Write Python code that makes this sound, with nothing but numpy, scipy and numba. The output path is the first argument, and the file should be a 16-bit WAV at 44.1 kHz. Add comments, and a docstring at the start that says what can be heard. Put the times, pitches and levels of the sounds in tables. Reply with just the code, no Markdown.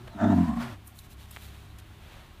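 """A farmyard of dry earth. A big bull gives one low, hoarse grunt: pulses from his vocal folds excite
the resonances of throat, chest and mouth, then slow into a creak. A snort of turbulent air through
the nostrils ends it. He walks off: hooves scuff, grit ticks and one hoof knocks twice. A far engine
idles over rumble and open-air hiss, and a small bird whistles faintly."""
import sys
import numpy as np
from scipy import signal
from scipy.fft import rfft, irfft
from scipy.io import wavfile
from scipy.ndimage import uniform_filter1d
from numba import njit

SR = 44100
rng = np.random.default_rng(int(sys.argv[2]) if len(sys.argv) > 2 else 0)


def put_to_file(sound):
    """Save the sound as 16-bit audio at rate SR, in the file named by the first command-line argument."""
    columns = np.atleast_2d(sound).T  # one column per channel
    safe = np.clip(columns, -1, 1)
    whole_steps = np.round(safe * 32767)
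    wavfile.write(sys.argv[1], SR, whole_steps.astype(np.int16))


N = 105840
TIME_S, FREQ_HZ = np.arange(N) / SR, np.fft.rfftfreq(N, 1 / SR)


def undb(db):
    """Decibels to amplitude ratio."""
    return 10 ** (np.asarray(db) / 20)


def unit(x):
    """Normalisation to rms 1."""
    return x / np.sqrt(np.mean(x ** 2) + 1e-20)


def curve(rows, column=1):
    """Linear interpolation of a table column in time; the end values hold."""
    rows = np.array(rows)
    return np.interp(TIME_S, rows[:, 0], rows[:, column])


def drift(rate_hz):
    """Smoothed random steps, rms 1."""
    hold = max(int(SR / rate_hz), 1)
    steps = rng.standard_normal(N)[np.arange(N) // hold]
    return unit(uniform_filter1d(uniform_filter1d(steps, hold), hold))


def colour(x, points):
    """Minimum-phase filter through (frequency_hz, gain_db) points, by folding the cepstrum."""
    hz, db = np.array(points).T
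    gain = undb(np.interp(np.log(np.maximum(FREQ_HZ, 1)), np.log(hz), db))
    cepstrum = irfft(np.log(gain), N)
    cepstrum[1:N // 2] *= 2
    cepstrum[N // 2 + 1:] = 0
    return irfft(rfft(x) * np.exp(rfft(cepstrum)), N)


@njit
def state_variable_filter(x, hz, width_hz):
    """Two integrators in a loop: a damped oscillator with a moving centre frequency."""
    y, band, low = np.empty(len(x)), 0., 0.
    for i in range(len(x)):
        g, damping = np.tan(np.pi * hz[i] / SR), width_hz / hz[i]
        v = (band + g * (x[i] + 1e-18 - low)) / (1 + g * (g + damping))
        band, low, y[i] = 2 * v - band, low + 2 * g * v, damping * v
    return y


def resonate(x, hz, width_hz):
    """Two equal resonators in cascade, each width_hz wide, with gain 1 at the centre."""
    for _ in range(2):
        x = state_variable_filter(x, hz * np.ones(N), float(width_hz))
    return x


def steep(x, hz, kind):
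    """Sixth-order Butterworth high-pass or low-pass."""
    return signal.sosfilt(signal.butter(6, hz, kind, fs=SR, output="sos"), x)


# Partials of the idling engine: frequency_hz, level_db
ENGINE_PARTIALS = [(68.5, -51.5), (101.5, -53), (147, -63), (203, -63), (302, -71.5), (404, -69.5)]
# Swell of the whole drone: time_s, gain_db
ENGINE_SWELL = [(0, -3.5), (.9, -4), (1.5, 2.5), (2, -5), (2.4, -8)]
def engine(wander=0.00809, throb_db=1.5):
    """Rotating machinery: all partials follow one wandering speed, and each throbs on its own."""
    phase_per_hz = 2 * np.pi * np.cumsum(1 + wander * drift(5.92)) / SR
    drone = 0
    for hz, db in ENGINE_PARTIALS:
        amplitude = np.sqrt(2) * undb(db + throb_db * drift(14))
        drone += amplitude * np.sin(hz * phase_per_hz + 2 * np.pi * rng.random())
    return drone * undb(curve(ENGINE_SWELL))


# Spectrum of far rumble and hiss: frequency_hz, relative_db
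AMBIENT_SPECTRUM = [(15, -31), (25, 0.5), (81, -3), (213, -14.5), (250, -31.5), (318, -13), (462, -28.5),
                    (673, -28.5), (2020, -27), (2240, -26.5), (3830, -29), (5010, -38.5), (13800, -41.5),
                    (15000, -37)]
def open_air(level_db=-51.5):
    """Ambient noise: a continuous spectrum, strongest in the bass, whose level wavers slowly."""
    return unit(colour(rng.standard_normal(N), AMBIENT_SPECTRUM)) * undb(level_db + 1.15 * drift(3))


# Vibration of the vocal folds: time_s, pitch_hz
FOLD_PITCH = [(.17, 101.2), (.24, 99.8), (.305, 101.3), (.365, 88.25), (.44, 86.5), (.5, 71.67),
              (.55, 59.3), (.6, 54.07)]
# Effort of the voice: time_s, boom_gain_db, odd_over_even_pulse_db
VOICE_EFFORT = [(0, -57, 4), (.11, -86.5, 7), (.155, -40, 1), (.2, -43, -4.5), (.22, -24.5, -2.5),
                (.25, -22, 0.5), (.32, -21, -7.5), (.39, -22, -6.5), (.445, -26, -5), (.47, -33, -6),
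                (.5, -30.5, 3.5), (.557, -34.5, -10), (.573, -35, -15.5), (.605, -36, -5), (.66, -88, 2)]
def grunt(jitter=0.01015, shimmer_db=2.5, puff_decay_cycles=0.56):
    """Source and filter: alternating strong and weak glottal pulses drive the throat and mouth."""
    hz = curve(FOLD_PITCH) * (1 + jitter * drift(90))
    cycles = np.cumsum(hz) / SR
    pulse_index = cycles.astype(int)
    alternation_db = curve(VOICE_EFFORT, column=2) * (pulse_index % 2 - .5)
    strength = undb(shimmer_db * rng.standard_normal(N)[pulse_index] + alternation_db)
    pulses = unit(np.diff(pulse_index, prepend=0) * strength / np.sqrt(hz))
    # A turbulent puff follows each pulse.
    puffs = unit(np.exp(-(cycles % 1) / puff_decay_cycles) * rng.standard_normal(N))
    boom = throat_boom(pulses + 0.33 * puffs, cycles)
    return boom * undb(curve(VOICE_EFFORT)) + mouth_rasp(pulses + puffs)


# Response of the throat: frequency_hz, relative_db
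THROAT_RESPONSE = [(30, -31), (60, -4), (100, -32), (135, -1), (175, 5.5), (220, -7), (295, 2), (335, -6),
                   (400, -7), (445, -29), (700, -21)]
# Upper edge of that response, falling as the throat slackens: time_s, cutoff_hz
THROAT_CUTOFF = [(.3, 440), (.42, 320), (.55, 269)]
def throat_boom(source, cycles, chest_hz=230, chest_width_hz=9.2, chest_db=7, fundamental_db=-7):
    """Forced resonance: the throat filters the pulses and the chest rings above their fundamental."""
    spectrum = rfft(colour(source, THROAT_RESPONSE))
    times, cutoffs = np.array(THROAT_CUTOFF).T
    throat = 0
    for share, hz in zip(np.eye(len(times)), cutoffs):  # crossfade from one low-pass to the next
        low_pass = 1 / np.sqrt(1 + (FREQ_HZ / hz) ** 16)
        throat += np.interp(TIME_S, times, share) * irfft(spectrum * low_pass, N)
    chest = state_variable_filter(throat, chest_hz * np.ones(N), chest_width_hz)
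    fundamental = np.sqrt(2) * np.cos(2 * np.pi * cycles)
    return unit(unit(throat) + undb(chest_db) * unit(chest)) + undb(fundamental_db) * fundamental


# Resonances of the mouth: start_hz, end_hz, nominal_width_hz, start_gain_db, end_gain_db
FORMANTS = [(662, 734, 47, 7, 4), (881, 1095, 64, -0.5, 3), (1350, 1103, 112, -4, -27),
            (1485, 1825, 88, -10.5, -11.5), (1713, 1900, 48, -9, -16.5), (2880, 1900, 120, -28, -30),
            (3580, 5200, 104, -21, -60), (6430, 8200, 1460, -36.5, -33)]
# Envelope of the rasp: time_s, level_db
RASP_ENVELOPE = [(0, -72), (.13, -55.5), (.17, -49.5), (.192, -37), (.213, -30), (.245, -28.5), (.275, -33),
                 (.312, -30), (.36, -38.5), (.39, -34.5), (.415, -43), (.48, -39), (.54, -39.5),
                 (.556, -50), (.573, -41.5), (.64, -50), (.76, -69)]
def mouth_rasp(source, start_s=0.27, end_s=0.57, low_cut_hz=518):
    """Formant filtering: parallel resonances glide as the mouth changes shape."""
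    move = np.interp(TIME_S, (start_s, end_s), (0, 1))
    rasp = 0
    for start_hz, end_hz, width_hz, start_db, end_db in FORMANTS:
        hz = start_hz + (end_hz - start_hz) * move
        gain = undb(start_db + (end_db - start_db) * move)
        rasp += gain * resonate(source, hz, 2 * width_hz)
    return unit(scatter(steep(rasp, low_cut_hz, "high"))) * undb(curve(RASP_ENVELOPE))


def scatter(x, lags_s=(0.0012, 0.0019, 0.0031), feedback=0.59):
    """All-pass diffusion: short reflections smear the pulses without colouring them."""
    spectrum = rfft(x)
    for lag_s in lags_s:
        delay = np.exp(-2j * np.pi * FREQ_HZ * lag_s)
        spectrum *= (delay - feedback) / (1 - feedback * delay)
    return irfft(spectrum, N)


# Soft hum before and after the grunt: time_s, pitch_hz, level_db
HUM_CONTOUR = [(0, 120, -46.5), (.055, 125.3, -45.5), (.09, 122, -54), (.6, 128.6, -58), (.64, 131, -42.5),
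               (.7, 122.4, -43), (.745, 96, -43), (.79, 90.8, -69)]
def hum(jitter=0.01284):
    """Voicing with the mouth closed: a harmonic series of three partials."""
    phase = 2 * np.pi * np.cumsum(curve(HUM_CONTOUR) * (1 + jitter * drift(60))) / SR
    tone = np.sin(phase) + undb(-16) * np.sin(2 * phase) + undb(-9) * np.sin(3 * phase)
    return unit(tone) * undb(curve(HUM_CONTOUR, column=2))


# Spectrum of scuffed earth: frequency_hz, relative_db
EARTH_SPECTRUM = [(200, -3), (600, 7), (1500, 2.5), (3800, -0.5), (5000, -10.5), (15000, -16.5)]
# Soles dragging on dry earth: centre_s, half_length_s, level_db, tilt_db_per_octave
HOOF_SCUFFS = [(0.079, 0.0082, -45.5, -2.5), (0.881, 0.035, -56, 12.5), (0.987, 0.039, -54.5, 8),
               (1.049, 0.033, -57.5, 5), (1.12, 0.022, -52.5, 6.5), (1.22, 0.049, -55, 3.5),
               (1.344, 0.054, -52.5, 5), (1.437, 0.045, -52, 5), (1.511, 0.18, -56, 2.5),
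               (1.795, 0.0095, -51.5, 4), (1.847, 0.21, -63.5, 1.5), (2.134, 0.14, -54, 0)]
def hoof_scuffs(grain_spread_db=6):
    """Friction noise: fine grains of uneven strength swell and fade under a Gaussian envelope."""
    out = 0
    for centre_s, half_length_s, db, tilt in HOOF_SCUFFS:
        grains = rng.standard_normal(N)
        grains *= undb(grain_spread_db * np.minimum(rng.exponential(size=N), np.pi))
        tilted = [(hz, earth_db + tilt * np.log2(hz)) for hz, earth_db in EARTH_SPECTRUM]
        swell = np.exp(-((TIME_S - centre_s) / half_length_s) ** 2)
        out += undb(db) * swell * unit(colour(grains, tilted))
    return out


# Notes of a far bird: start_s, length_s, start_hz, end_hz, level_db
BIRD_NOTES = [(.1, .075, 4250, 3650, -65), (1.69, .05, 3900, 4100, -69)]
def bird(jitter=0.029):
    """Frequency modulation: each thin whistle is one sinusoid that glides and trembles."""
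    out = 0
    for start_s, length_s, start_hz, end_hz, db in BIRD_NOTES:
        progress = np.clip((TIME_S - start_s) / length_s, 0, 1)
        hz = (start_hz + (end_hz - start_hz) * progress) * (1 + jitter * drift(400))
        envelope = np.sqrt(2 * np.abs(np.sin(np.pi * progress)))
        out += undb(db) * envelope * np.sin(2 * np.pi * np.cumsum(hz) / SR)
    return out


# Response of the nostrils: frequency_hz, relative_db
NOSTRIL_RESPONSE = [(40, -22), (130, 1.5), (235, 8), (300, 3.5), (375, -23), (425, -40), (480, -7.5),
                    (600, 3.5), (1400, 2), (2000, -4.5), (3300, -9), (4500, -13.5), (7000, -20),
                    (10000, -21), (15000, -24.5)]
# Rush of air through them: time_s, level_db
AIR_ENVELOPE = [(.15, -57.5), (.23, -51), (.4, -44), (.55, -50), (.59, -43.5), (.63, -38), (.67, -43),
                (.73, -46), (.79, -62.5)]
# The chest ringing on as the voice lets go: time_s, level_db
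CHEST_RING = [(.54, -65), (.573, -29.5), (.6, -39.5), (.645, -36.5), (.67, -44), (.72, -48.5), (.76, -69)]
def snort(chest_hz=237.8, flutter_db=1.2, jitter=0.0139):
    """Turbulence in a duct: air rushes through the nostrils while the chest rings with a low tone."""
    air = unit(colour(rng.standard_normal(N), NOSTRIL_RESPONSE))
    air *= undb(curve(AIR_ENVELOPE) + flutter_db * drift(70))
    chest_phase = 2 * np.pi * np.cumsum(chest_hz * (1 + jitter * drift(80))) / SR
    return air + unit(np.sin(chest_phase)) * undb(curve(CHEST_RING))


# Grit and clods cracking: start_s, peak_db, centre_hz, nominal_width_hz, decay_s
GRIT_TICKS = [(0.8727, -38, 10900, 5000, 0.0053), (.877, -39, 10000, 6000, 0.0032),
              (.989, -38, 9800, 6980, 0.0054), (0.989, -39.5, 3770, 250, 0.00092),
              (1.3106, -37, 11700, 5954, 0.0049), (1.363, -39, 2600, 2500, 0.0032),
              (1.786, -39, 6560, 12000, 0.0035)]
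def grit_ticks():
    """Brittle fracture: each crack is a band of noise that decays exponentially."""
    out = 0
    for start_s, db, hz, width_hz, decay_s in GRIT_TICKS:
        envelope = (TIME_S >= start_s) * np.exp(-np.abs(TIME_S - start_s) / decay_s)
        crack = resonate(rng.standard_normal(N) * envelope, hz, 2 * width_hz)
        out += undb(db) * crack / np.abs(crack).max()
    return out


# A hoof striking hard ground twice: start_s, peak_db, centre_hz, width_hz
HOOF_KNOCKS = [(1.3632, -27.5, 1870, 2930), (1.37, -27.5, 1120, 3100)]
def hoof_knocks(top_hz=3400):
    """Impulse response: each impact excites a broad, heavily damped resonance."""
    out = 0
    for start_s, db, hz, width_hz in HOOF_KNOCKS:
        impulse = signal.unit_impulse(N, int(start_s * SR))
        knock = steep(resonate(impulse, hz, width_hz), top_hz, "low")
        out += undb(db) * knock / np.abs(knock).max()
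    return out


def scene():
    """Superposition: the bull, his steps and the farm around him add in one channel."""
    bull = grunt() + snort() + hum()
    steps = hoof_scuffs() + grit_ticks() + hoof_knocks()
    return (bull + steps + bird() + engine() + open_air())[None]


def record(dry):
    """Band limiting: filters remove the deepest bass and the highest treble."""
    low_cut_hz, top_hz = 29, 14950
    dry = signal.sosfilt(signal.butter(4, low_cut_hz, "high", fs=SR, output="sos"), dry)
    return signal.sosfilt(signal.ellip(10, .2, 70, top_hz, fs=SR, output="sos"), dry)


dry = scene()
out = record(dry)
put_to_file(out)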